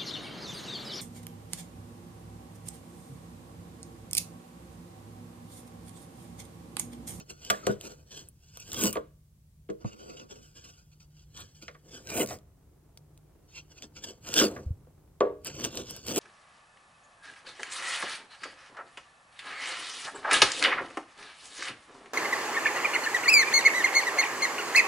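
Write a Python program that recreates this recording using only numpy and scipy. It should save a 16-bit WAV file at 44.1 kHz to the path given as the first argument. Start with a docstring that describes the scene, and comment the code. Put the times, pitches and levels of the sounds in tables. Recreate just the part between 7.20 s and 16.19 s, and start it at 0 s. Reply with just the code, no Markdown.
"""Drawknife on alder

A drawknife shaves a billet on a workshop bench, close to a phone with two microphone ports.
The edge glides over the grain, bites and rips off shavings: fibres snap and ring the blade,
slips shake the billet, the sticking edge creaks. The tool knocks on the wood and the bench bumps.
The small room answers over a low rumble, a faint hum and a distant rush."""
import sys
import numpy as np
from scipy import signal
from scipy.fft import rfft, irfft
from scipy.io import wavfile
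from scipy.ndimage import uniform_filter1d

SR = 44100
rng = np.random.default_rng(int(sys.argv[2]) if len(sys.argv) > 2 else 0)


def unload_wav(signal):
    """Save mono or channel-first audio to the path in sys.argv[1] as 16-bit WAV at rate SR, clipped to [-1, 1]."""
    wavfile.write(
        sys.argv[1],
        SR,
        np.round(np.clip(np.atleast_2d(signal).T, -1, 1) * 32767).astype(np.int16),
    )


N = 396459
T = np.arange(N) / SR

# Room rumble spectrum (frequency [Hz], level [dB])
RUMBLE_COLOUR = [(20, -24), (40, -5), (70, 0), (110, -4), (160, -7), (230, -20), (400, -31), (800, -39),
                 (1500, -44), (4000, -44), (8000, -41), (15000, -43)]
# Distant rush envelope (time [s], level [dB])
RUSH_LEVEL = [(0, -72), (1.9, -89.5), (5.3, -69.5), (6.2, -67), (9, -68)]
# Side signal of the wood's low tones (time [s], gain [dB])
SIDE_GAIN = [(0, 2), (1.6, -5), (2.8, 7), (5, -13), (6.8, -36.5), (9, -30)]
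# Lead of the left port (frequency [Hz], phase [rad])
PORT_PHASE = [(0, 0), (700, 0), (1150, 1.2), (1550, 1.6), (2200, .8), (2700, 1.), (4300, 1.2), (5500, 3.1),
              (6300, 3.2), (7900, 6.), (9000, 6.6), (10500, 9.2), (11600, 9.4), (13200, 12.4),
              (14300, 12.8), (15700, 15.5)]
# Clamped billet modes (frequency [Hz], level [dB], ring time [ratio])
BILLET_MODES = [(164, -16, 2.5), (207.2, -1, 1.2), (231.3, -7.5, .7), (284, -8, 0.63), (310, -4.5, 1.7),
                (381.9, -2, 1.1), (417.5, -3.5, 1.3), (477, -7, 1.4), (520.2, -5, 0.72),
                (575.6, -5.5, 0.97), (624, -4, 1.2), (679, -10, 0.75), (1064, -12.5, 1.3), (1144, -2, 0.86),
                (1147, -8, 1.0), (1300, -15, 0.35), (1510, -9.5, 0.9), (1640, -13, 1.5),
                (1710, -12.5, 0.47), (2200, -14.5, .54)]
# Blade-on-wood resonances (frequency [Hz], width [Hz], lift [dB])
CONTACT_MODES = [(1180, 150, 4), (1520, 170, 4), (2160, 40, 3), (2450, 150, 2), (3000, 200, 2),
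                 (3300, 150, 3), (4590, 120, 3), (4950, 138, 4), (5210, 117, 6), (5740, 220, 7),
                 (5950, 200, 5), (6710, 299, 6), (6950, 277, 5), (7450, 94, 4), (7790, 340, 5),
                 (8550, 157, 8), (10060, 450, 6), (15400, 686, 6)]
# Narrow steel modes (frequency [Hz], width [Hz], lift [dB])
STEEL_MODES = [(1132, 45, 5), (2993, 60, 4), (3261, 25, 6), (3354, 25, 7), (4284, 18, 6), (4578, 20, 6),
               (7737, 27, 6), (7913, 27, 6)]
# Knock crack spectrum (frequency [Hz], level [dB])
KNOCK_COLOUR = [(500, -25.5), (1500, -0.5), (2700, -1.5), (4500, -5), (7000, -5.5), (10000, -13),
                (15500, -14)]
# Gliding edge spectrum (frequency [Hz], level [dB])
GLIDE_EDGE_COLOUR = [(200, -22), (500, -4), (900, -6.5), (1900, -9), (2700, 1.5), (4000, -0.5), (6000, 2),
                     (9000, -11), (12500, -13.5), (15500, -18.5)]
# Grazed billet spectrum (frequency [Hz], level [dB])
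GLIDE_BILLET_COLOUR = [(60, -13.5), (140, -12.5), (210, 0), (400, 3.5), (600, -2.5), (800, -8.5),
                       (1100, -13.5), (1500, -12), (2100, -23), (4000, -41)]
# Cutting edge spectrum (frequency [Hz], level [dB])
CUT_EDGE_COLOUR = [(200, -30.5), (500, -1), (900, -5.5), (1900, -5.5), (2700, -16), (4000, 3), (6000, 3.5),
                   (9000, -5), (12500, -8.5), (15500, -11.5)]
# Jerked billet spectrum (frequency [Hz], level [dB])
CUT_BILLET_COLOUR = [(60, -15.5), (140, -26.5), (210, -3), (400, 2.5), (600, -2), (900, -15.5),
                     (1500, -18.5), (4000, -51)]
# Soft bench bumps (time [s], peak [dB], pitch [Hz], T60 [s])
BENCH_BUMPS = [(0.466, -49, 89, 0.58), (2.644, -30.5, 107, 0.069), (7.463, -25.5, 75, 0.1),
               (7.506, -23, 84.3, 0.055)]
# Blows on the billet, relative levels (time [s], thud [dB], billet [dB], ring [dB], crack [dB],
# T60 [s], billet pitch [Hz], ring pitch [Hz], crack top [Hz])
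BLOWS = [(0.3007, -38, -30.5, -33, -22.5, 0.22, 557, 1560, 15900),
         (.467, -33, -22, -35, -32, 0.15, 445, 1300, 14000),
         (.492, -28, -30, -47.5, -54, 0.15, 350, 1500, 6100),
         (1.635, -39, -25, -43, -41, 0.17, 212, 960, 8840),
         (1.755, -44.5, -30, -35.5, -45, 0.16, 429, 1202, 3970),
         (1.769, -53, -28.5, -40.5, -45, 0.073, 384, 1620, 4140),
         (2.489, -50, -35.5, -55, -61, 0.17, 370, 1300, 3000),
         (2.5, -42, -51, -66, -53.5, 0.14, 405, 1420, 7100),
         (2.644, -30.5, -40.5, -41, -62, 0.059, 379, 770, 4000),
         (4.481, -73.5, -48.5, -45.5, -44, 0.13, 530, 1970, 5200),
         (4.547, -74, -60.5, -54, -65, 0.1, 495, 1770, 5100),
         (5.106, -55, -35, -40, -49.5, 0.12, 624, 1190, 6000),
         (7.212, -32, -21.5, -26.5, -30, 0.21, 337, 1430, 5910),
         (7.362, -45, -42, -41.5, -57.5, .12, 420.5, 1617, 2930),
         (7.668, -65.5, -55.5, -66.5, -83.5, 0.067, 446, 1194, 4040),
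         (8.005, -39.5, -17, -22, -37.5, 0.25, 463, 1100, 4420)]
# Creaks of the sticking edge (start [s], length [s], first pitch [Hz], last pitch [Hz], level [dB])
EDGE_CREAKS = [(.312, 0.042, 1570, 1770, -45), (0.428, 0.015, 1350, 1300, -49.5),
               (0.481, 0.043, 1430, 1515, -43.5), (1.535, 0.088, 3320, 3230, -44),
               (1.568, .12, 1550, 1420, -46), (1.658, 0.057, 3100, 2740, -42),
               (2.71, 0.039, 2930, 2730, -57), (2.964, .06, 2850, 2924, -55),
               (4.728, 0.074, 1570, 1500, -54.5), (4.859, 0.2, 1566, 1420, -48.5),
               (4.897, 0.09, 2420, 2460, -45), (4.994, 0.044, 2120, 1970, -40.5),
               (4.999, 0.027, 3040, 2860, -35), (6.332, 0.076, 2704, 2770, -48.5),
               (7.179, .035, 3275, 2920, -27), (7.22, 0.059, 4620, 4560, -39.5)]
# Splinter snaps, relative levels (time [s], treble [dB], middle [dB])
SPLINTERS = [(.249, -46, -41.5), (0.611, -41, -40), (1.087, -42, -62), (1.372, -44, -41.5),
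             (1.401, -42, -69.5), (1.518, -55, -35), (1.531, -30, -64), (1.544, -50, -33.5),
             (1.612, -28, -34), (1.637, -21.5, -28.5), (1.679, -32, -37.5), (1.707, -35, -48.5),
             (1.728, -33, -38), (1.731, -34, -43.5), (4.174, -63, -44), (4.205, -44.5, -52.5),
             (4.872, -65, -40.5), (4.903, -40, -41), (4.975, -30, -33.5), (5.061, -39, -43),
             (5.074, -41, -41), (5.187, -59, -57), (5.774, -52, -47.5), (5.976, -57.5, -58.5),
             (6.623, -65, -39.5), (6.839, -53, -39), (7.089, -43, -38), (7.14, -27, -22.5),
             (7.313, -50, -66), (8.247, -36, -48), (8.258, -48, -43), (8.27, -31.5, -38), (8.399, -42, -43),
             (8.442, -42, -27), (8.449, -32.5, -25), (8.555, -40, -56), (8.573, -48, -29.5),
             (8.702, -42, -43), (8.709, -34, -40.5), (8.764, -41, -43), (8.867, -43, -38),
             (8.876, -46, -52), (8.883, -42, -31.5), (8.947, -48, -49), (8.961, -30, -25.5)]
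# Light passes, relative levels (start [s], rise [s], fall [s], edge [dB], billet [dB],
# rasp [Hz], squeak [Hz], top lift [dB])
GLIDE_STROKES = [(0, 0.0017, 0.043, -51, -54.5, 2680, 4210, -8),
                 (.072, 0.029, 0.052, -43.5, -50.5, 2840, 4500, 4.5),
                 (.15, 0.1, 0.19, -48.5, -57, 2910, 4400, 1.5),
                 (.385, 0.088, 0.061, -50, -45, 2500, 4500, -10),
                 (.585, 0.048, 0.18, -47.5, -47.5, 2760, 4270, 6.5),
                 (.865, 0.056, 0.14, -50.5, -59.5, 3300, 4150, 0.5),
                 (.925, 0.05, 0.091, -46, -52.5, 3010, 4170, 7),
                 (1.19, 0.21, 0.19, -52, -68, 2950, 5000, 3.5),
                 (1.435, 0.043, .029, -48, -56, 3170, 4900, 3),
                 (2.58, 0.034, 0.079, -61, -54.5, 2750, 4680, -12),
                 (2.58, 0.29, 0.4, -62, -58.5, 2850, 4700, 10),
                 (2.62, 0.049, 0.2, -52.5, -55.5, 2630, 4740, -5),
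                 (2.71, 0.021, 0.028, -53.5, -54, 2860, 4770, -2),
                 (2.76, 0.037, 0.063, -55, -57.5, 2950, 4800, -3),
                 (2.81, 0.032, 0.023, -57, -60, 3000, 4700, -9),
                 (2.872, 0.024, 0.14, -52, -55, 2800, 4750, -7),
                 (2.955, 0.015, 0.043, -49, -59, 2760, 4920, -6),
                 (2.97, 0.03, 0.07, -49, -50, 2840, 4900, -7),
                 (3.075, 0.037, 0.067, -49, -53.5, 3020, 5200, -3),
                 (3.14, 0.018, 0.14, -57.5, -60, 2750, 4900, 3),
                 (3.205, 0.028, 0.2, -59.5, -83, 2880, 5030, 6),
                 (3.33, 0.036, 0.13, -53, -64.5, 3180, 5100, -1),
                 (3.415, 0.033, 0.1, -51, -62, 2700, 5100, 0), (3.47, 0.02, 0.24, -58, -76, 2990, 4960, 4),
                 (3.69, 0.031, 0.1, -66, -94, 2710, 4600, -8),
                 (3.795, 0.0086, 0.056, -58.5, -83, 2470, 4600, 0.5),
                 (3.88, .11, 0.12, -62.5, -90.5, 2850, 4440, -2.5),
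                 (4.105, 0.074, 0.14, -48, -61, 3290, 4170, 1),
                 (4.22, 0.13, 0.41, -63.5, -82.5, 3300, 4520, 5),
                 (4.4, 0.025, 0.074, -50, -59, 2630, 4900, 0),
                 (4.62, 0.039, 0.03, -70, -62.5, 2990, 4800, 7),
                 (4.675, 0.071, 0.094, -46.5, -49.5, 3315, 5050, 3),
                 (6.3, 0.079, 0.052, -45.5, -66, 2710, 4320, -8.5),
                 (6.44, 0.08, 0.027, -60, -65.5, 3140, 4680, -3),
                 (6.535, 0.049, 0.025, -48, -61, 2800, 4600, -5),
                 (6.598, 0.036, 0.039, -45.5, -49.5, 3200, 4620, -6.5),
                 (6.738, 0.028, 0.074, -48.5, -55.5, 2710, 4470, -5),
                 (6.82, 0.022, 0.026, -40, -51, 3300, 4900, 3),
                 (6.825, 0.064, 0.076, -45, -47, 3100, 4770, 1)]
# Biting pulls, relative levels (start [s], rise [s], fall [s], edge [dB], billet [dB],
# top lift [dB], 4-6 kHz lift [dB], rasp [Hz], low rasp [Hz], billet pitch [Hz])
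CUT_STROKES = [(.47, 0.034, 0.06, -50, -45.5, 3, 1, 3320, 1480, 395),
               (1.495, 0.047, 0.066, -46, -67, 3, 0, 3420, 1540, 300),
               (1.49, .17, 0.064, -38, -32.5, 18.5, 4, 2880, 1060, 277),
               (1.715, 0.018, 0.069, -49, -55.5, 10, -31, 2790, 1130, 298),
               (4.14, 0.056, .055, -49, -58, -2, -9, 3450, 1470, 550),
               (4.85, 0.062, 0.058, -45, -60, 4, 7, 2600, 1550, 340),
               (4.87, 0.15, 0.033, -36, -27, 18, -8, 2700, 1490, 434),
               (5.035, 0.084, 0.066, -50, -42, 14, 2, 2360, 1190, 553),
               (7.02, 0.062, 0.072, -46, -46, 5, 2, 2930, 1480, 466.5),
               (7.11, 0.084, 0.072, -25.5, -29, 5.5, 2, 3260, 1570, 393),
               (7.19, 0.051, 0.058, -35.5, -27, 11, 2, 2900, 1410, 390),
               (7.27, 0.036, 0.21, -62.5, -42.5, 10.5, 6, 2720, 1400, 400),
               (8.24, 0.024, 0.081, -42, -47.5, -4, 3.5, 2910, 1600, 394),
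               (8.27, 0.16, 0.097, -44, -43, -20, 4, 3000, 1360, 314),
               (8.412, 0.044, 0.032, -37.5, -36.5, 14, -6, 3160, 1520, 356),
               (8.46, 0.13, 0.072, -44, -41, 0, 0.5, 3200, 1480, 386),
               (8.61, 0.098, 0.18, -51.5, -53.5, 1, 5.5, 3150, 1540, 400),
               (8.835, 0.075, 0.063, -38.5, -35.5, 8.5, 2, 3060, 1520, 320),
               (8.925, 0.054, 0.043, -35, -28.5, 13, -1, 3030, 1380, 405)]

BLADE_MODES = CONTACT_MODES + STEEL_MODES
SIDE_SIGN = np.array([[1], [-1]])


def undb(db):
    """Decibels to gain."""
    return 10 ** (np.asarray(db) / 20)


def unit(x):
    """Scale to rms 1."""
    return x / np.sqrt(np.mean(x ** 2) + 1e-20)


def fade(t, t60_s):
    """Decay by 60 dB in t60_s."""
    return np.exp(-np.log(1000) * t / max(t60_s, 1e-4))


def add(track, at_s, sound):
    """Mix a sound in at a time."""
    i = max(int(at_s * SR), 0)
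    track[i:i + len(sound)] += sound[:N - i]


def butter(x, hz, kind, order=2, run=signal.sosfilt):
    """Butterworth filter, causal by default."""
    return run(signal.butter(order, hz, kind, fs=SR, output="sos"), x)


def band(x, lo_hz, hi_hz, order=2):
    """Causal band-pass."""
    return butter(x, [lo_hz, min(hi_hz, .47 * SR)], "band", order)


def through(x, impulse):
    """Convolve, keeping the length."""
    return signal.oaconvolve(x, impulse)[:len(x)]


def response(colour, peaks=(), size=4096):
    """Minimum-phase impulse response of energy 1 from a spectrum plus resonances."""
    hz = np.maximum(np.fft.rfftfreq(size, 1 / SR), 1)
    knot_hz, knot_db = np.transpose(colour)
    db = np.interp(np.log(hz), np.log(knot_hz), knot_db)
    db += sum(lift / (1 + (2 * (hz - f) / width) ** 2) for f, width, lift in peaks)
    cepstrum = irfft(np.log(undb(db)))[:size // 2]
    cepstrum[1:] *= 2
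    impulse = irfft(np.exp(rfft(cepstrum, size)))
    return impulse / np.linalg.norm(impulse)


def walk(rate_hz):
    """Slewed random steps, rms 1."""
    hold = max(int(SR / rate_hz), 1)
    steps = np.repeat(rng.standard_normal(N // hold + 1), hold)[:N]
    return unit(uniform_filter1d(steps, hold))


def fractures(rate_hz, spread_db):
    """Random clicks of uneven size, rms 1."""
    fires = rng.random(N) < rate_hz / SR
    size = np.minimum(rng.exponential(size=N), 5)
    return unit(fires * undb(spread_db * size) * rng.choice([-1, 1], N))


def rasp(x, hz, width_hz):
    """Resonance of moving pitch; keeps the power of white input."""
    carrier = np.exp(2j * np.pi * np.cumsum(hz) / SR)
    ring = butter(x / carrier, width_hz / 2, "low")
    return (ring * carrier).real * np.sqrt(2 * SR / width_hz)


def along_blade(x, depth, trip_ms, drift, count=3):
    """Waves return from the ends of blade and shaving; delays waver as the contact wanders."""
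    index, echoes = np.arange(N), np.zeros(N)
    for k in range(count):
        wander = np.interp(T, np.arange(0, 10, .2), rng.standard_normal(50))
        delay = trip_ms * 1e-3 * SR * (k + 1) ** .5 * np.exp(drift * wander)
        echoes += (-1) ** k * np.interp(index - delay, index, x)
    return (x + depth * echoes) / np.sqrt(1 + count * depth ** 2)


def damped_billet(colour, width_hz=28, lift_db=7):
    """Billet response under the pressing blade: modes become humps."""
    return response(colour, [(hz, width_hz, lift_db * undb(db)) for hz, db, _ in BILLET_MODES])


def background(rumble_db=-59, hum_db=-66, hum_hz=150):
    """Low restless rumble, wavering hum and a trace of wider hiss."""
    mid, side = (through(rng.standard_normal(N), response(RUMBLE_COLOUR)) for _ in range(2))
    side = undb(-18) * side + band(side, 700, 18000)
    hum = undb(hum_db) * (1 + .5 * walk(14)) * np.sqrt(2) * np.sin(2 * np.pi * hum_hz * T)
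    return undb(rumble_db + .5 * walk(.45)) * (mid + side * SIDE_SIGN) + hum


def distant_rush():
    """Faint dull noise from further off."""
    dull = response([(120, -25), (300, -3), (600, -13), (1150, -19.5), (1600, -25.5), (5000, -40.5)])
    mid, side = (unit(through(rng.standard_normal(N), dull)) for _ in range(2))
    level_db = np.interp(T, *np.transpose(RUSH_LEVEL)) + 2 * walk(210)
    return undb(level_db) * (mid + .5 * side * SIDE_SIGN)


def workshop(x, early_db=-8, late_db=-18, early_s=.046, late_s=.41, treble_db=-7, dull_hz=1500):
    """Bench and walls return quick echoes and a weak dull tail; the bass stays centred."""
    t = np.arange(SR) / SR
    noise = rng.standard_normal((2, 2, SR)) * (t > .004)
    early, late = (unit(n * fade(t, t60_s)) / np.sqrt(SR) for n, t60_s in zip(noise, (early_s, late_s)))
    dull = butter(undb(early_db) * early + undb(late_db) * late, dull_hz, "low")
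    mid, side = dull + undb(early_db + treble_db) * butter(early, dull_hz, "high", order=1)
    side = butter(side, 950, "high", order=1)
    return np.array([through(x, mid + side), through(x, mid - side)])


def spread(x, middle_db=3, scatter_s=.06):
    """The wood's low tones sound wide at first, centred for the last strokes."""
    t = np.arange(SR // 10) / SR
    scatter = unit(rng.standard_normal(len(t)) * fade(t, scatter_s) * (t > .003)) / np.sqrt(len(t))
    side = through(band(x, 110, 700) + undb(middle_db) * band(x, 850, 1400), scatter)
    return undb(np.interp(T, *np.transpose(SIDE_GAIN))) * side * SIDE_SIGN


def ports(x, lean_db=1.5, lean_hz=1700):
    """Two microphone ports hear the blade by separate paths, out of phase; the mids lean right."""
    hz = np.maximum(np.fft.rfftfreq(N, 1 / SR), 1)
    lean = undb(-lean_db / 2 * np.exp(-np.log2(hz / lean_hz) ** 2))
    left = lean * np.exp(.5j * np.interp(hz, *np.transpose(PORT_PHASE)))
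    paths = np.array([along_blade(x, depth=.12, trip_ms=.6, drift=.29) for _ in range(2)])
    return irfft(rfft(paths) * np.array([left, 1 / left]), N)


def bumps(rise_s=.0058):
    """Soft pushes rock the bench in one low mode."""
    out, t = np.zeros(N), np.arange(SR // 2) / SR
    for at_s, db, hz, t60_s in BENCH_BUMPS:
        swing = -np.sin(2 * np.pi * hz * t) * fade(t, t60_s) * (1 - np.exp(-t / rise_s))
        add(out, at_s, undb(db) * swing / np.abs(swing).max())
    return out


def knocks(crack_s=.028, buzz_db=-25, buzz_s=.35, lag_s=.0015, detune=.014):
    """Each blow cracks at the contact, rings the billet and leaves the blade chattering."""
    out, t = np.zeros(N), np.arange(SR // 2) / SR
    onset = slice(0, SR // 80)
    contact = response(KNOCK_COLOUR, [(hz, width, lift / 2) for hz, width, lift in BLADE_MODES])
    crack_decay = fade(t, crack_s) + undb(buzz_db) * fade(t, buzz_s)
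    # the wood yields within 1 ms; the clamp soon soaks up half the swing
    press = (1 - np.exp(-t / .0007)) * (1 + 1.2 * fade(t, .07))
    for at_s, thud_db, billet_db, ring_db, crack_db, t60_s, billet_hz, ring_hz, top_hz in BLOWS:
        noise = rng.standard_normal((2, len(t)))
        grip = rng.standard_normal((len(BILLET_MODES), 2))  # grip shifts each mode's level and pitch
        modes = sum(undb(db + shift_db) * np.sin(2 * np.pi * hz * (1 + detune * shift) * t)
                    * fade(t, t60_s * life)
                    for (hz, db, life), (shift_db, shift) in zip(BILLET_MODES, grip))
        wood = press * (modes + 3.5 * noise[0] * fade(t, t60_s))
        crack = band(through(noise[1] * crack_decay, contact), 900, top_hz)
        parts = [(band(wood, 61, 240), thud_db - 3),
                 (band(wood, billet_hz / 1.264, billet_hz * 1.423, order=3), billet_db - 2),
                 (band(wood, ring_hz / 1.44, ring_hz * 1.17), ring_db - 2)]
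        add(out, at_s, undb(crack_db + 1) * crack / np.std(crack[onset]))
        add(out, at_s + lag_s, sum(undb(db) * part / np.std(part[onset]) for part, db in parts))
    return out


def creaks(width_hz=70):
    """The sticking edge holds one wood resonance, which slides in pitch and lets go."""
    out = np.zeros(N)
    for at_s, length_s, first_hz, last_hz, db in EDGE_CREAKS:
        progress = np.linspace(0, 1, int(length_s * SR), endpoint=False)
        friction = rng.standard_normal(SR // 2)[:len(progress)]
        tone = unit(rasp(friction, first_hz + (last_hz - first_hz) * progress, width_hz))
        add(out, at_s, undb(db) * tone * np.sqrt(np.sin(np.pi * progress)))
    return out


def crackle(effort):
    """Lone dry fibres part with bright ticks, louder with effort up to a cap."""
    ticks = fractures(45, spread_db=3) * np.minimum(effort, undb(-40))
    return undb(-19) * band(ticks, 5000, 16000)


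def splinters(snap_s=.0028, ring_s=.007):
    """A splinter snaps, pings at its own pitch and briefly rings the blade."""
    out, t = np.zeros(N), np.arange(2048) / SR
    blade = response(GLIDE_EDGE_COLOUR, CONTACT_MODES)
    for at_s, treble_db, middle_db in SPLINTERS:
        noise = rng.standard_normal((2, len(t))) * (1 - np.exp(-t / .0002))
        tick = band(noise[0] * fade(t, snap_s), 8200, 21000, order=4)
        burst = noise[1] * fade(t, ring_s)
        ping = rasp(burst, np.full(len(t), rng.uniform(7300, 10000)), width_hz=1800)
        parts = [(tick, treble_db + 19), (ping, treble_db + 16), (through(burst, blade), middle_db + 22)]
        add(out, at_s, sum(undb(db) * part / np.linalg.norm(part) for part, db in parts))
    return out


def strokes(table, depth_db, roundness, lag_s, billet_power):
    """Swelling gains of edge and lagging billet, then the other columns averaged by edge gain."""
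    edge, billet, weight = np.zeros((3, N))
    traits = np.zeros((len(table[0]) - 5, N))
    for start_s, rise_s, fall_s, edge_db, billet_db, *own in table:
        near = slice(max(int((start_s - rise_s) * SR), 0), int((start_s + rise_s + 3 * fall_s) * SR))
        from_peak_s = T[near] - start_s - rise_s
        swell, load = (undb(-depth_db * np.maximum(-t / rise_s, t / fall_s) ** roundness)
                       for t in (from_peak_s, from_peak_s - lag_s))
        gain = undb(edge_db) * swell
        edge[near] += gain ** 2
        billet[near] += (undb(billet_db) * load ** billet_power) ** 2
        weight[near] += gain
        traits[:, near] += np.outer(own, gain)
    return np.sqrt(edge), np.sqrt(billet), *(traits / np.maximum(weight, 1e-30))


def gliding(edge, billet, rasp_hz, squeak_hz, top_db):
    """The edge slides and catches on the grain: friction clicks ring the blade, murmur in the billet."""
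    grain = undb(1.5 * walk(110) - 1.94 * walk(43))
    clicks = fractures(3700, spread_db=1.5) * grain * edge
    blade = through(clicks, response(GLIDE_EDGE_COLOUR, BLADE_MODES))
    hiss = undb(1) * along_blade(blade, depth=.48, trip_ms=1.2, drift=.2)
    top = butter(hiss, 7400, "high", order=4, run=signal.sosfiltfilt)
    grazes = fractures(1500, spread_db=-4.5) * grain * billet
    murmur = undb(1.5) * through(grazes, damped_billet(GLIDE_BILLET_COLOUR))
    pressed = clicks * (edge / undb(-50)) ** .46  # pressure brings out the rasp
    wander = 1 + .03 * walk(18)  # pitches follow the contact point
    shaving = (undb(-5) * rasp(pressed, rasp_hz * wander, width_hz=480)
               + undb(-14) * rasp(clicks, .52 * rasp_hz * wander, width_hz=220)
               + undb(-10) * rasp(clicks, squeak_hz * wander, width_hz=540)
               + undb(-14) * rasp(clicks, 2.4 * rasp_hz * wander, width_hz=400))
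    return hiss + top * (undb(top_db) - 1) + shaving + murmur


def bundles(edge, rasp_hz):
    """Fibre bundles give way in coarse bursts that ring the shaving, amid bright cracks."""
    t = np.arange(SR // 50) / SR
    tears = np.abs(fractures(170, spread_db=2))
    bursts = unit(through(tears, fade(t, .009)) * rng.standard_normal(N)) * edge
    cracks = .25 * band(fractures(160, spread_db=2) * edge, 4500, 17000)
    ring = rasp(bursts, rasp_hz * (1 + .03 * walk(68)), width_hz=4200)
    return cracks + undb(-4) * (2 * band(bursts, 800, 2100) + .5 * ring)


def cutting(edge, billet, top_db, presence_db, rasp_hz, low_hz, billet_hz):
    """The edge sticks and slips under a shaving; slips snap fibres and jerk the billet."""
    slips = unit(undb(2.5 * np.clip(walk(380), -2, 1.5)))
    clicks = fractures(5000, spread_db=3) * slips * edge
    blade = through(clicks, response(CUT_EDGE_COLOUR, BLADE_MODES))
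    fibres = along_blade(blade, depth=.64, trip_ms=1.1, drift=.11)
    # a deep bite splits dry, brighter fibres; a thick shaving damps the blade's presence band
    top = butter(fibres, 9500, "high", run=signal.sosfiltfilt)
    presence = butter(fibres, [3800, 6200], "band", run=signal.sosfiltfilt)
    tearing = undb(2) * (fibres - top + presence * (undb(presence_db) - 1)) + top * undb(top_db)
    shaving = (undb(-2) * rasp(clicks, rasp_hz, width_hz=990)
               + undb(-11) * rasp(clicks, low_hz + 40 * walk(11), width_hz=220)
               + undb(-18) * rasp(clicks, 2380 + 70 * walk(20), width_hz=75))
    pushes = fractures(4000, spread_db=.6) * slips ** .23 * billet  # its mass evens out the slips
    jerks = undb(-1.5) * through(pushes, damped_billet(CUT_BILLET_COLOUR))
    hump = undb(-7) * rasp(pushes, billet_hz * (1 + .12 * walk(45)), width_hz=240)
    bench_shudder = undb(-39) * unit(band(rng.standard_normal(N), 67, 164)) * billet ** .27
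    return tearing + shaving + bundles(edge, rasp_hz) + jerks + hump + bench_shudder


def scene():
    """Bench work, direct and through the room, over the background."""
    glide = strokes(GLIDE_STROKES, depth_db=25.6, roundness=.96, lag_s=.0048, billet_power=.8)
    cut = strokes(CUT_STROKES, depth_db=26, roundness=1.61, lag_s=.0055, billet_power=1.06)
    effort = glide[0] + cut[0]
    work = gliding(*glide) + cutting(*cut) + crackle(effort) + creaks() + knocks() + splinters() + bumps()
    return ports(work) + spread(work) + workshop(work) + background() + distant_rush()


def record(dry, top_hz=15850):
    """The phone cuts the top treble."""
    return signal.sosfilt(signal.ellip(10, .2, 80, top_hz, fs=SR, output="sos"), dry)


dry = scene()
out = record(dry)
unload_wav(out)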